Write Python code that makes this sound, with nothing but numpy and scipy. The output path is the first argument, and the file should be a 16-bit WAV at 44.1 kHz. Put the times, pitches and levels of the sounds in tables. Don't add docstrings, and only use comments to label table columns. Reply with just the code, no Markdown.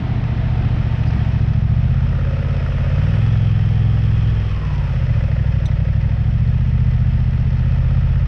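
import sys
import numpy as np
from scipy import signal
from scipy.fft import rfft, irfft
from scipy.io import wavfile
from scipy.ndimage import uniform_filter1d, minimum_filter1d

SR = 44100
rng = np.random.default_rng(int(sys.argv[2]) if len(sys.argv) > 2 else 0)


def materialize(psi):
    bounded = np.clip(np.atleast_2d(psi).T, -1, 1)
    quanta = np.round(bounded * 32767).astype(np.int16)
    wavfile.write(sys.argv[1], SR, quanta)


N = 364707


# time_s, cycles_per_s
ENGINE_SPEED = [(0.0, 14.946), (0.31, 14.484), (0.54, 14.788), (1.1, 14.23), (1.64, 13.651), (1.91, 16.074),
                (2.15, 16.467), (2.4, 17.083), (2.65, 16.762), (2.89, 16.723), (3.08, 19.397),
                (3.26, 21.858), (3.62, 20.502), (3.84, 21.384), (4.25, 21.045), (4.44, 20.787),
                (4.7, 18.393), (5.0, 15.321), (5.25, 13.005), (5.5, 12.446), (5.81, 11.867), (6.2, 13.587),
                (6.63, 15.513), (6.94, 14.921), (7.53, 15.402), (7.72, 15.969), (8.27, 16.169)]

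def engine():
    cycle_hz = in_time(ENGINE_SPEED)[0]
    cycle = np.cumsum(cycle_hz) / SR
    beat = gas_pulses(cycle, cycle_hz) + tank_boom(cycle, cycle_hz) + frame_growl(cycle, cycle_hz)
    rattles = crankcase_knock(cycle) + clatter(cycle) + tappets(cycle) + panel_buzz(cycle)
    return beat + rattles + primary_whine(cycle) + gearbox_hum(cycle) + cam_chain(cycle)


# time_s, intake_db, exhaust_db
THROTTLE = [(0.0, -3, -8), (0.6, 0.2, 0.5), (0.9, -0.1, -6.8), (1.6, 4, -3), (2.05, 0.7, 3.5),
            (2.45, -2, -1), (2.75, -2, 1.2), (3.15, 3, 2), (3.6, 2, 2), (4.1, 1.6, 3), (4.4, -3, 3),
            (4.6, -5.6, 0.7), (5.0, 0.7, 0.5), (5.6, 1.8, -4), (6.1, 2, -0.5), (6.6, 1.5, 2.3),
            (7.5, 1.6, 3), (8.27, 0.7, 5.5)]
# pitch_hz, width_hz, gain_db
AIRBOX_MODES = [(58.8, 16, -13.5), (148.6, 72, -3), (157.9, 17.1, -4), (183.8, 19.3, 4), (270, 33, -3.5)]
# pitch_hz, width_hz, gain_db
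SILENCER_MODES = [(30.9, 8.4, -20.4), (67.1, 40.7, -11.1), (91.7, 10.1, -13.2), (116.5, 7, -1.1),
                  (175.3, 17.8, 14)]

def gas_pulses(cycle, cycle_hz):
    intake_db, exhaust_db = in_time(THROTTLE)
    gulp_s, blowback_s, lead_s, puff_s = .0019, .0013, .0055, .00316
    gulps = strokes(cycle, at=.379, width=gulp_s * cycle_hz, second_db=1.65, uneven_db=.35)
    early = cycle + lead_s * cycle_hz
    blowback = strokes(early, at=.379, width=blowback_s * cycle_hz, second_db=1.65, uneven_db=.6)
    puffs = strokes(cycle, at=.609, width=puff_s * cycle_hz, second_db=-.2, uneven_db=.8)
    intake = from_db(intake_db + .6 * drift(8)) * (gulps - .375 * blowback)
    exhaust = from_db(exhaust_db) * puffs
    pressure = resonate(intake, AIRBOX_MODES) + resonate(exhaust, SILENCER_MODES)
    return -low_pass(pressure, hz=236, order=6)


# start_s, length_s, level_db
BOOM_SPELLS = [(.5, 1.2, -37), (2.2, 0.87, -40), (6.3, 1.18, -38.5)]
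# pitch_hz, width_hz, gain_db
TANK_MODES = [(215, 22, 0)]

def tank_boom(cycle, cycle_hz):
    thumps = strokes(cycle, at=.42, width=.00072 * cycle_hz, second_db=1.5, uneven_db=1)
    boom = unit_rms(resonate(thumps, TANK_MODES))
    return spells(BOOM_SPELLS, rest_db=-62.5, rise_s=.25, fall_s=.23) * boom


# pitch_hz, width_hz, gain_db
FRAME_MODES = [(320, 35, -2), (390, 28, -1), (461.6, 26, 3), (745, 14, -3)]

def frame_growl(cycle, cycle_hz):
    brisk_hz, brisk_db, db_per_octave = 20.3, -46, 13.5
    edges = strokes(cycle, at=.22, width=.0003 * cycle_hz, second_db=3.5, uneven_db=1.9)
    level_db = brisk_db + db_per_octave * np.log2(cycle_hz / brisk_hz)
    return from_db(level_db) * unit_rms(resonate(edges, FRAME_MODES))


# start_s, length_s, level_db
KNOCK_SPELLS = [(2.22, 0.97, -37.5), (5.0, 0.44, -39.5), (5.5, 0.66, -43), (7.7, 0.71, -46)]
# pitch_hz, width_hz, gain_db
CRANKCASE_MODES = [(475.4, 6.6, 10), (539.4, 21, 17.5), (565, 22, 14), (920, 100, -5), (1370, 120, -1),
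                   (1790, 280, -5)]

def crankcase_knock(cycle):
    firings = strokes(cycle, at=.19, width=.06, second_db=-1.5, uneven_db=.7)
    ring = steady(resonate(rng.standard_normal(N), CRANKCASE_MODES), span_s=.008)
    rattle = unit_rms((firings + .28) * ring)
    hits = strokes(cycle, at=.135, width=.003, second_db=-2, uneven_db=1)
    slap = unit_rms(resonate(hits, CRANKCASE_MODES))
    knock = low_pass(unit_rms(rattle + from_db(-10) * slap), hz=2200, order=4)
    return spells(KNOCK_SPELLS, rest_db=-50.5, rise_s=.17, fall_s=.039) * knock


# time_s, gain_db
CLATTER_GAIN = [(0.1, -44.5), (1.28, -40.5), (1.65, -44), (3.17, -38), (3.63, -40.5), (4.92, -40),
                (6.13, -44), (8.06, -43), (8.27, -43.5)]
# pitch_hz, width_hz, gain_db
COVER_MODES = [(737, 17, -8.5), (898, 29, -0.5), (1278, 100, 1.5), (1767, 150, -1), (1876, 46, -2.5),
               (2527, 87, 1), (3070, 130, -11.5), (3430, 37, -16), (3760, 22, -23), (4240, 120, -25.5),
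               (5010, 110, -14)]
# frequency_hz, density_db
VALVE_SPECTRUM = [(1500, -1.5), (2800, 4), (3900, -8), (5400, -6.5), (6800, -26), (9500, -33.5),
                  (12000, -31.5)]
# frequency_hz, density_db
CHURN_SPECTRUM = [(200, -3.5), (350, -2.5), (490, 0), (700, -2.5), (1080, -6.5), (1400, -4.5), (2100, -6),
                  (3200, -9.5), (4000, -24), (5400, -20), (6200, -33.5), (7000, -36), (9500, -39.5),
                  (12000, -53.5)]

def clatter(cycle):
    impacts_per_s = 3000
    impacts = (rng.random(N) < impacts_per_s / SR) * rng.standard_normal(N)
    shake = strokes(cycle, at=.165, width=.036, second_db=-.5, uneven_db=2.5) + 1.1
    covers = low_pass(unit_rms(resonate(shake * impacts, COVER_MODES)), hz=6050, order=14)
    closings = strokes(cycle, at=.52, width=.025, second_db=1, uneven_db=3)
    valves = unit_rms(closings * noise(VALVE_SPECTRUM))
    churn = noise(CHURN_SPECTRUM) * from_db(.46 * drift(70))
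    return from_db(in_time(CLATTER_GAIN)[0]) * (from_db(-5) * covers + from_db(-26) * valves + churn)


# start_s, length_s, level_db
TAP_SPELLS = [(5.1, .8, -48), (6.5, 1.77, -52)]
# pitch_hz, width_hz, gain_db
ROCKER_MODES = [(901, 45, -1.5), (1695, 58, -3), (1845, 45, -1), (1987, 50, -1.5), (4200, 220, -11.5)]

def tappets(cycle):
    taps = strokes(cycle, at=.1, width=.018, second_db=-1, uneven_db=2)
    ring = resonate_twice(taps * rng.standard_normal(N), ROCKER_MODES)
    return spells(TAP_SPELLS, rest_db=-61.5, rise_s=.2, fall_s=.32) * unit_rms(ring)


# start_s, length_s, level_db
BUZZ_SPELLS = [(2.05, 0.96, -46.5), (4.78, .12, -48), (7.7, 0.66, -50)]
# pitch_hz, width_hz, gain_db
PANEL_MODES = [(1226, 44, -4), (1293, 47, 1.5), (1392, 76, 0)]

def panel_buzz(cycle):
    shake = strokes(cycle, at=.16, width=.025, second_db=0, uneven_db=2.5) + .3
    ring = steady(resonate_twice(rng.standard_normal(N), PANEL_MODES), span_s=.0061)
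    return spells(BUZZ_SPELLS, rest_db=-62.5, rise_s=.23, fall_s=.077) * unit_rms(shake * ring)


# start_s, length_s, level_db
WHINE_SPELLS = [(3.92, 0.47, -51.5), (4.58, 0.25, -44.5)]

def primary_whine(cycle):
    whine = unit_rms(mesh(cycle, teeth=54, wobble_rad=.9) + .55 * mesh(cycle, teeth=57, wobble_rad=1.2))
    return spells(WHINE_SPELLS, rest_db=-60, rise_s=.12, fall_s=.12) * whine


# start_s, length_s, level_db
HUM_SPELLS = [(3.4, 0.54, -50.5)]

def gearbox_hum(cycle):
    hum = mesh(cycle, teeth=36, wobble_rad=.6)
    return spells(HUM_SPELLS, rest_db=-68.5, rise_s=.15, fall_s=.16) * hum


# start_s, length_s, level_db
CHAIN_SPELLS = [(3.05, 1.47, -51.5)]

def cam_chain(cycle):
    tones = ((145, .7), (149, .8), (153, 1), (157, .7))
    cluster = unit_rms(sum(gain * mesh(cycle, teeth, wobble_rad=2) for teeth, gain in tones))
    return spells(CHAIN_SPELLS, rest_db=-70.5, rise_s=.063, fall_s=.13) * cluster


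# time_s, level_db
GUSTS = [(0, -28), (1.1, -29.5), (1.7, -32), (2.8, -33), (3.4, -38), (4.0, -36), (4.3, -28.5), (5.2, -30),
         (5.8, -33), (6.7, -35), (8.27, -33)]
# frequency_hz, density_db
WIND_SPECTRUM = [(12, -6), (28, -1), (50, 0), (100, -2), (140, -5), (180, -11), (260, -20), (500, -38)]

def wind():
    return from_db(in_time(GUSTS)[0] + 2 * drift(14)) * noise(WIND_SPECTRUM)


# time_s, relative_db
ROAD_CONTOUR = [(0.0, -37.5), (1.13, -38.5), (1.52, -41.5), (4.54, -47), (5.53, -46.5), (6.2, -44),
                (6.36, -47), (8.02, -45), (8.27, -50.5)]

def rolling():
    road_db = in_time(ROAD_CONTOUR)[0]
    swing_db = road_db - road_db.mean()
    return tyres(swing_db) + final_drive(swing_db)


# frequency_hz, density_db
TYRE_SPECTRUM = [(150, 12.5), (230, 6), (320, -2), (470, -6.5), (570, -13.5), (660, -3.5), (770, -8),
                 (1000, -13), (2000, -14), (4000, -24.5), (8000, -57.5)]

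def tyres(swing_db):
    return from_db(-39 + 1.35 * swing_db + .28 * drift(25)) * noise(TYRE_SPECTRUM)


# pitch_hz, width_hz, gain_db
DRIVE_MODES = [(651.4, 35, 0.5), (732.5, 59, 2), (898, 13, 2.5)]

def final_drive(swing_db):
    song = steady(resonate_twice(rng.standard_normal(N), DRIVE_MODES), span_s=.033)
    return from_db(-51.5 + 1.3 * swing_db) * song


# start_s, strike_db
METAL_HITS = [(4.735, -56), (5.657, -37)]
# pitch_hz, gain_db, t60_s
METAL_MODES = [(3714, -2, .05), (3908, 1, .035), (4120, 3, .014), (5879, 1, .04), (6080, -2, .012),
               (7903, -4, .012), (9588, -10, .01)]

def loose_metal():
    return clinks(METAL_HITS, METAL_MODES, chatter_s=.012, crack_db=15)


# start_s, strike_db
GRIT_HITS = [(1.072, -39)]
# pitch_hz, gain_db, t60_s
GRIT_MODES = [(4480, -4, 0.011), (4900, 4.5, 0.02), (5440, -11, .015)]

def grit():
    return clinks(GRIT_HITS, GRIT_MODES, chatter_s=.02, crack_db=0)


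def clinks(hits, modes, chatter_s, crack_db):
    contact = np.zeros(N)
    for start_s, strike_db in hits:
        age = (np.arange(N) / SR - start_s) / chatter_s
        contact += from_db(strike_db) * (age > 0) * np.exp(-age ** 2)
    contact *= rng.standard_normal(N) / np.sqrt(chatter_s * SR)
    for start_s, strike_db in hits:
        contact[int(start_s * SR)] += .5 * from_db(strike_db)
    out = from_db(crack_db) * contact
    for pitch_hz, gain_db, t60_s in modes:
        radius, angle = from_db(-60 / (t60_s * SR)), 2 * np.pi * pitch_hz / SR
        poles = [1, -2 * radius * np.cos(angle), radius ** 2]
        out += from_db(gain_db) * signal.lfilter([0, np.sin(angle)], poles, contact + 1e-18)
    return out


def strokes(cycle, at, width, second_db, uneven_db):
    second_lag = 270 / 720
    out = 0
    for lag, cylinder_db in ((0, 0), (second_lag, second_db)):
        phase = cycle - at - lag
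        nearest = np.round(phase)
        strength = from_db(cylinder_db + uneven_db * rng.standard_normal(256))
        out += strength[nearest.astype(int)] * np.exp(-.5 * ((phase - nearest) / width) ** 2)
    return out


def mesh(cycle, teeth, wobble_rad):
    phase_rad = 2 * np.pi * teeth * cycle + wobble_rad * drift(150)
    return np.sqrt(2) * np.sin(phase_rad) * from_db(1.3 * drift(30))


def spells(rows, rest_db, rise_s, fall_s):
    time_s, gain = np.arange(N) / SR, from_db(rest_db)
    for start_s, length_s, level_db in rows:
        before = np.maximum(start_s - time_s, 0) / rise_s
        after = np.maximum(time_s - start_s - length_s, 0) / fall_s
        gain = np.maximum(gain, from_db(level_db) * np.exp(-(before + after) ** 2))
    return gain


def resonate(x, modes):
    out = 0
    for pitch_hz, width_hz, gain_db in modes:
        radius = np.exp(-np.pi * width_hz / SR)
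        poles = [1, -2 * radius * np.cos(2 * np.pi * pitch_hz / SR), radius ** 2]
        out += from_db(gain_db) * (1 - radius ** 2) / 2 * signal.lfilter([1, 0, -1], poles, x + 1e-18)
    return out


def resonate_twice(x, modes):
    return resonate(resonate(x, modes), modes)


def noise(spectrum):
    hz, db = np.transpose(spectrum)
    log_bins = np.log(np.arange(N // 2 + 1) * SR / N + 1e-3)
    gain = from_db(np.interp(log_bins, np.log(hz), db, left=-90, right=-90))
    return unit_rms(irfft(rfft(rng.standard_normal(N)) * gain, N))


def drift(rate_hz):
    knots = rng.standard_normal(4096)
    return unit_rms(np.interp(np.arange(N) / SR * rate_hz, np.arange(len(knots)), knots))


def steady(x, span_s):
    return x / np.sqrt(uniform_filter1d(x ** 2, int(span_s * SR) + 1) + 1e-12)


def in_time(rows):
    time_s, *columns = np.transpose(rows)
    return [np.interp(np.arange(N) / SR, time_s, column) for column in columns]


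def low_pass(x, hz, order):
    return signal.sosfilt(signal.butter(order, hz, fs=SR, output="sos"), x)


def unit_rms(x):
    return x / np.sqrt(np.mean(x ** 2) + 1e-20)


def from_db(db):
    return 10 ** (np.asarray(db) / 20)


def scene():
    return (engine() + loose_metal() + grit() + rolling() + wind())[None]


def record(dry):
    low_cut_hz, high_cut_hz = 26, 11500
    ceiling, span_samples = .44, int(.012 * SR)
    trimmed = signal.sosfilt(signal.butter(2, low_cut_hz, "high", fs=SR, output="sos"), dry)
    needed_gain = np.minimum(1, ceiling / (np.abs(trimmed) + 1e-9))
    smooth_gain = uniform_filter1d(minimum_filter1d(needed_gain, span_samples), span_samples)
    return low_pass(trimmed * smooth_gain, high_cut_hz, order=14)


dry = scene()
out = record(dry)
materialize(out)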